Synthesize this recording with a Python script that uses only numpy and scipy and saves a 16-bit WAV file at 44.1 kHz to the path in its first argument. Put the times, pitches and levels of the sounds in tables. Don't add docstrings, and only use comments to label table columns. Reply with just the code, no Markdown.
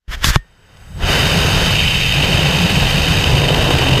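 import sys
import numpy as np
from scipy import signal
from scipy.fft import rfft, irfft
from scipy.io import wavfile
from scipy.ndimage import uniform_filter1d

SR = 44100
rng = np.random.default_rng(int(sys.argv[2]) if len(sys.argv) > 2 else 0)


def wrap_up_sound(samples):
    columns = np.atleast_2d(samples).T
    tamed = np.clip(columns, -1, 1)
    steps = np.round(tamed * 32767).astype(np.int16)
    wavfile.write(sys.argv[1], SR, steps)


N = 176400
T = np.arange(N) / SR


def from_db(db):
    return 10 ** (np.asarray(db) / 20)


def unit_rms(x):
    return x / np.sqrt(np.mean(x ** 2) + 1e-20)


def level_curves(rows):
    times_s, *columns = np.transpose(rows)
    fade_db = 20 * np.minimum(T - times_s[0], 0) / 0.075
    return [np.interp(T, times_s, column) + fade_db for column in columns]


def coloured(x, spectrum):
    hz, db = np.transpose(spectrum)
    log_f = np.log(np.maximum(np.fft.rfftfreq(N, 1 / SR), 1))
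    outside = np.maximum(np.log(hz[0]) - log_f, 0) + np.maximum(log_f - np.log(hz[-1]), 0)
    gain = from_db(np.interp(log_f, np.log(hz), db) - 20 * outside)
    return unit_rms(irfft(rfft(x) * gain, N))


def band_noise(low_hz, high_hz):
    band = signal.butter(2, [low_hz, high_hz], "band", fs=SR, output="sos")
    return unit_rms(signal.sosfilt(band, rng.standard_normal(N)))


def turbulence(spectrum, flutter_db, steady_s, side_db):
    mid, side = [coloured(rng.standard_normal(N) * from_db(flutter_db), spectrum) for _ in range(2)]
    power = uniform_filter1d(mid ** 2, int(steady_s * SR))
    return unit_rms(mid / np.sqrt(power + 1e-9)) + from_db(side_db) * side * [[1], [-1]]


# time in seconds, scrape, sizzle and handling levels in dB.
SLEEVE_LEVELS = [(0, -95, -95, -87), (.076, -85, -84, -72), (.081, -43, -62, -29), (.105, -42, -47, -19.5),
                 (.118, -28.5, -43, -24), (.135, -24.5, -44, -32), (.152, -26.5, -45, -23),
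                 (.163, -46, -54, -27), (.208, -42, -51, -26), (.227, -26.5, -40, -25),
                 (.241, -18, -26, -21), (.249, -17, -17.5, -15), (.27, -21.5, -19, -18),
                 (.3, -19, -19, -15), (.322, -25.5, -36, -15), (.356, -19, -27.5, -29),
                 (.372, -43, -44, -23), (.405, -57, -80, -38), (.45, -85, -95, -57)]
# frequency in Hz, relative density in dB.
SCRAPE_SPECTRUM = [(200, -12), (350, -13), (700, -11), (1100, -6), (1750, 3), (2500, -6), (3300, -2.5),
                   (4200, -15), (5200, -10), (7000, -20), (9500, -29), (15000, -28)]
SIZZLE_SPECTRUM = [(1500, -28), (3400, 2), (5500, 0), (7500, -3.5), (9500, -12), (11500, -4.5),
                   (15000, -18)]
HANDLING_SPECTRUM = [(12, 2), (28, 8.5), (60, 5.5), (110, -13), (170, -21), (260, -31), (500, -39)]


def sleeve():
    scrape_db, sizzle_db, handling_db = level_curves(SLEEVE_LEVELS)
    catch_db = 1.2 * band_noise(60, 900)
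    scrape = from_db(scrape_db) * turbulence(SCRAPE_SPECTRUM, catch_db, steady_s=0.03, side_db=-22)
    sizzle = from_db(sizzle_db) * turbulence(SIZZLE_SPECTRUM, catch_db, steady_s=0.01, side_db=-30)
    handling = from_db(handling_db) * turbulence(HANDLING_SPECTRUM, 0, steady_s=0.046, side_db=-52)
    return scrape + sizzle + handling


# centre in Hz, width in Hz, gain in dB.
HOUSING_BANDS = [(1960, 87, 5.5), (3075, 260, 6.5), (3375, 210, -16.5), (3690, 220, 5.5),
                 (4110, 160, -14.5), (4940, 200, 8.5), (5090, 150, -8), (5850, 250, -4.5), (6445, 300, 8),
                 (6980, 280, -4.5), (10640, 440, 5), (10840, 490, -9), (12700, 400, 1), (12900, 700, 1),
                 (14000, 500, -3)]


def housing(x):
    for hz, width_hz, db in HOUSING_BANDS:
        w, g = 2 * np.pi * hz / SR, from_db(db / 2)
        k = np.sin(w) * width_hz / (2 * hz)
        x = signal.lfilter([1 + k * g, -2 * np.cos(w), 1 - k * g],
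                           [1 + k / g, -2 * np.cos(w), 1 - k / g], x)
    return unit_rms(x)


# time in seconds, level in dB.
ENGINE_LEVELS = [(0, -101), (.07, -72), (.1, -39), (.36, -49), (.42, -54.5), (.55, -54), (.7, -49),
                 (.8, -46.5), (.95, -44.5), (1.1, -15), (4, -65)]
# frequency in Hz, relative density in dB.
ENGINE_SPECTRUM = [(150, 10), (310, -3), (420, 2.5), (620, 0), (850, -1), (1200, -3), (1550, 2), (2100, -6),
                   (3000, -3.5), (4200, -8.5), (6500, -17), (9000, -23), (15000, -27)]


def engines():
    level_db, = level_curves(ENGINE_LEVELS)
    return from_db(level_db) * housing(coloured(rng.standard_normal(N), ENGINE_SPECTRUM))


def ring(x, hz, t60_s):
    r, w = from_db(-60 / (t60_s * SR)), 2 * np.pi * hz / SR
    return signal.lfilter([0, np.sin(w)], [1, -2 * r * np.cos(w), r * r], x + 1e-18)


# start in seconds, hit gain in dB, contact cutoff in Hz,
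# thump gain in dB, ping gain in dB.
KNOCK_HITS = [(0.2432, -0.5, 5000, -9.5, -33), (0.269, -15, 600, -10.5, -50), (0.2844, -8, 600, -10.5, -50),
              (0.3019, -8.5, 650, -13, -52), (0.3587, 6.5, 1740, 3, -30), (.771, -45, 9030, -56, -65)]
# frequency in Hz, gain in dB, T60 in seconds.
CASE_MODES = [(740, -4.5, 0.0071), (1097, -0.5, 0.015), (1645, -2, 0.012), (2960, 2.5, .012),
              (3530, 1, 0.015), (5000, 0, 0.0084), (6530, -4, 0.016)]
MOUNT_MODES = [(45, -15.5, 0.13), (97, 2, 0.033), (135, -2.5, 0.0485)]


def knocks(length_s=0.5, thump_lag_s=0.00178, crack_db=-3.5, crack_t60_s=0.01):
    out, t = np.zeros(N), T[:int(length_s * SR)]
    click = signal.unit_impulse(len(t))
    push = signal.unit_impulse(len(t), int(thump_lag_s * SR))
    body = sum((-1) ** k * from_db(db) * ring(click, hz, t60_s)
               for k, (hz, db, t60_s) in enumerate(CASE_MODES))
    thump = sum(from_db(db) * ring(push, hz, t60_s) for hz, db, t60_s in MOUNT_MODES)
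    ping = ring(click, hz=1832, t60_s=0.22)
    crack_envelope = from_db(crack_db - 60 * t / crack_t60_s)
    for start_s, hit_db, cutoff_hz, thump_db, ping_db in KNOCK_HITS:
        contact = signal.butter(2, cutoff_hz, fs=SR)
        hit = signal.lfilter(*contact, body + crack_envelope * rng.standard_normal(len(t)))
        knock = from_db(hit_db) * hit + from_db(thump_db) * thump + from_db(ping_db) * ping
        start = int(start_s * SR)
        out[start:start + len(t)] += knock
    return out


# time in seconds, level in dB.
DRAUGHT_LEVELS = [(.4, -77), (.6, -82), (.8, -61), (.97, -54), (1.1, -54)]
# frequency in Hz, relative density in dB.
DRAUGHT_SPECTRUM = [(3000, -8), (4800, -6), (6500, -4), (9000, -2), (15000, -10)]


def draught():
    level_db, = level_curves(DRAUGHT_LEVELS)
    return from_db(level_db) * housing(coloured(rng.standard_normal(N), DRAUGHT_SPECTRUM))


# time in seconds, level in dB.
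TURBINE_LEVELS = [(.4, -72), (.65, -71), (.8, -64), (.95, -56), (1.1, -57)]


def turbine(centre_hz=7960, width_hz=120):
    level_db, = level_curves(TURBINE_LEVELS)
    return from_db(level_db) * band_noise(centre_hz - width_hz / 2, centre_hz + width_hz / 2)


# time in seconds, deep and upper relative levels in dB.
RUMBLE_LEVELS = [(0.5, -56, -68), (0.66, -53.5, -60), (0.76, -46, -57), (0.86, -38, -49.2),
                 (0.91, -34.5, -33.5), (0.98, -30, -29), (1.03, -17, -26.5), (1.15, -25, -20.5),
                 (1.5, -19, -17), (1.8, -22.5, -19.5), (2.05, -23, -22), (2.3, -23.5, -16),
                 (2.55, -26, -15.5), (2.8, -20.5, -15), (3.1, -20.5, -18.5), (3.35, -27, -12.5),
                 (3.6, -18.5, -17), (3.92, -23.5, -14.5)]
# frequency in Hz, relative density in dB.
DEEP_SPECTRUM = [(10, -51), (24, -2), (45, -1), (85, -3.5), (110, -2), (140, -31), (250, -49)]
UPPER_SPECTRUM = [(85, 0), (112, -9), (135, 3), (170, -1.5), (205, -10), (250, -37.5), (400, -38)]
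# time in seconds, centre in Hz.
SHEDDING_RATES = [(1.0, 134.4), (1.4, 137.6), (2.3, 136.8), (2.75, 145.7), (3.1, 136.3), (3.38, 119),
                  (3.9, 128.4)]


def rumble(upper_centre_hz=136.35):
    deep_db, upper_db = level_curves(RUMBLE_LEVELS)
    deep = turbulence(DEEP_SPECTRUM, 0, steady_s=0.094, side_db=-34)
    upper = turbulence(UPPER_SPECTRUM, 0, steady_s=0.2, side_db=-52.5)
    pitch_ratio = np.interp(T, *np.transpose(SHEDDING_RATES)) / upper_centre_hz
    warped_s = (np.cumsum(pitch_ratio) / SR) % T[-1]
    drifting = np.array([np.interp(warped_s, T, channel) for channel in upper])
    return from_db(deep_db + 0.5) * deep + from_db(upper_db - 0.66) * drifting


# time in seconds, low and high relative levels in dB.
BUFFET_LEVELS = [(0.97, -44.5, -52), (1.03, -29, -28.5), (1.12, -31, -42), (1.4, -24, -26.5),
                 (1.65, -24.5, -21), (1.82, -30, -29.5), (2.06, -32, -29), (2.24, -23, -24),
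                 (2.5, -23.5, -23.5), (2.8, -24.5, -23.5), (3.1, -25, -23.5), (3.38, -21.0, -24.5),
                 (3.58, -19.1, -23), (3.75, -19.1, -21.5), (3.92, -19.5, -25)]
# frequency in Hz, relative density in dB.
LOW_SPECTRUM = [(130, -44), (230, 2.5), (330, -0.5), (480, 1.5), (750, -3.5), (1000, -5), (1300, -19.5),
                (2200, -51)]
HIGH_SPECTRUM = [(700, 1), (1150, -3), (1600, 1), (2000, -2), (2350, -24), (3200, -5)]


def buffeting(beat_db, bursts_db):
    low_db, high_db = level_curves(BUFFET_LEVELS)
    low_flutter_db = 0.5 * beat_db + bursts_db + 2.6 * band_noise(9.4, 324)
    low = turbulence(LOW_SPECTRUM, low_flutter_db, steady_s=0.27, side_db=-61)
    high = turbulence(HIGH_SPECTRUM, 0.5 * beat_db + 0.45 * bursts_db, steady_s=0.27, side_db=-29)
    return from_db(low_db) * low + from_db(high_db - 1.04) * high


# time in seconds, howl and hiss relative levels in dB.
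RUSH_LEVELS = [(0.98, -55, -58), (1.03, -26.5, -36), (1.11, -21, -24), (1.35, -21, -23.5),
               (1.63, -21, -23.5), (1.8, -16.5, -24.5), (1.97, -17.5, -24.5), (2.2, -18, -25),
               (2.45, -19, -25), (2.8, -20, -24.5), (3.15, -19.5, -24.5), (3.45, -20.5, -27),
               (3.7, -21, -26), (3.92, -19, -27)]
# frequency in Hz, relative density in dB.
HOWL_SPECTRUM = [(1200, -29.5), (2000, -10.5), (2250, -7.5), (2600, 1), (3050, -1), (3400, -9), (3700, -8),
                 (4500, -40)]
HISS_SPECTRUM = [(2900, -9), (3450, 5.5), (3700, 6), (4200, 5.5), (4800, 1), (5700, -4.5), (7200, -7),
                 (8600, -8.5), (9600, -14), (13000, -13), (15200, -20)]


def rush(beat_db, bursts_db):
    howl_db, hiss_db = level_curves(RUSH_LEVELS)
    howl_flutter_db = beat_db + 1.14 * bursts_db + 1.23 * band_noise(30.5, 200)
    howl = turbulence(HOWL_SPECTRUM, howl_flutter_db, steady_s=0.177, side_db=-25)
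    hiss = turbulence(HISS_SPECTRUM, 0.75 * beat_db + 1.2 * bursts_db, steady_s=0.144, side_db=-29.5)
    return (from_db(howl_db + 0.16) * housing(howl) * from_db([[-0.45], [0.45]])
            + from_db(hiss_db - 0.53) * housing(hiss) * from_db([[-0.15], [0.15]]))


# time in seconds, rms depth in dB.
WAKE_DEPTHS = [(1, 1.0), (2.9, 1), (3.4, 1.5), (4, 3)]


def slipstream():
    bursts_db = band_noise(30.4, 242)
    beat_db = np.interp(T, *np.transpose(WAKE_DEPTHS)) * band_noise(9.4, 64.6)
    return buffeting(beat_db, bursts_db) + rush(beat_db, bursts_db)


def scene():
    return sleeve() + knocks() + engines() + draught() + turbine() + rumble() + slipstream()


def record(dry, ceiling=0.86, cutoff_hz=15300):
    clipped = dry / (1 + (dry / ceiling) ** 8) ** (1 / 8)
    return signal.sosfilt(signal.ellip(12, 0.1, 80, cutoff_hz, fs=SR, output="sos"), clipped)


dry = scene()
out = record(dry)
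wrap_up_sound(out)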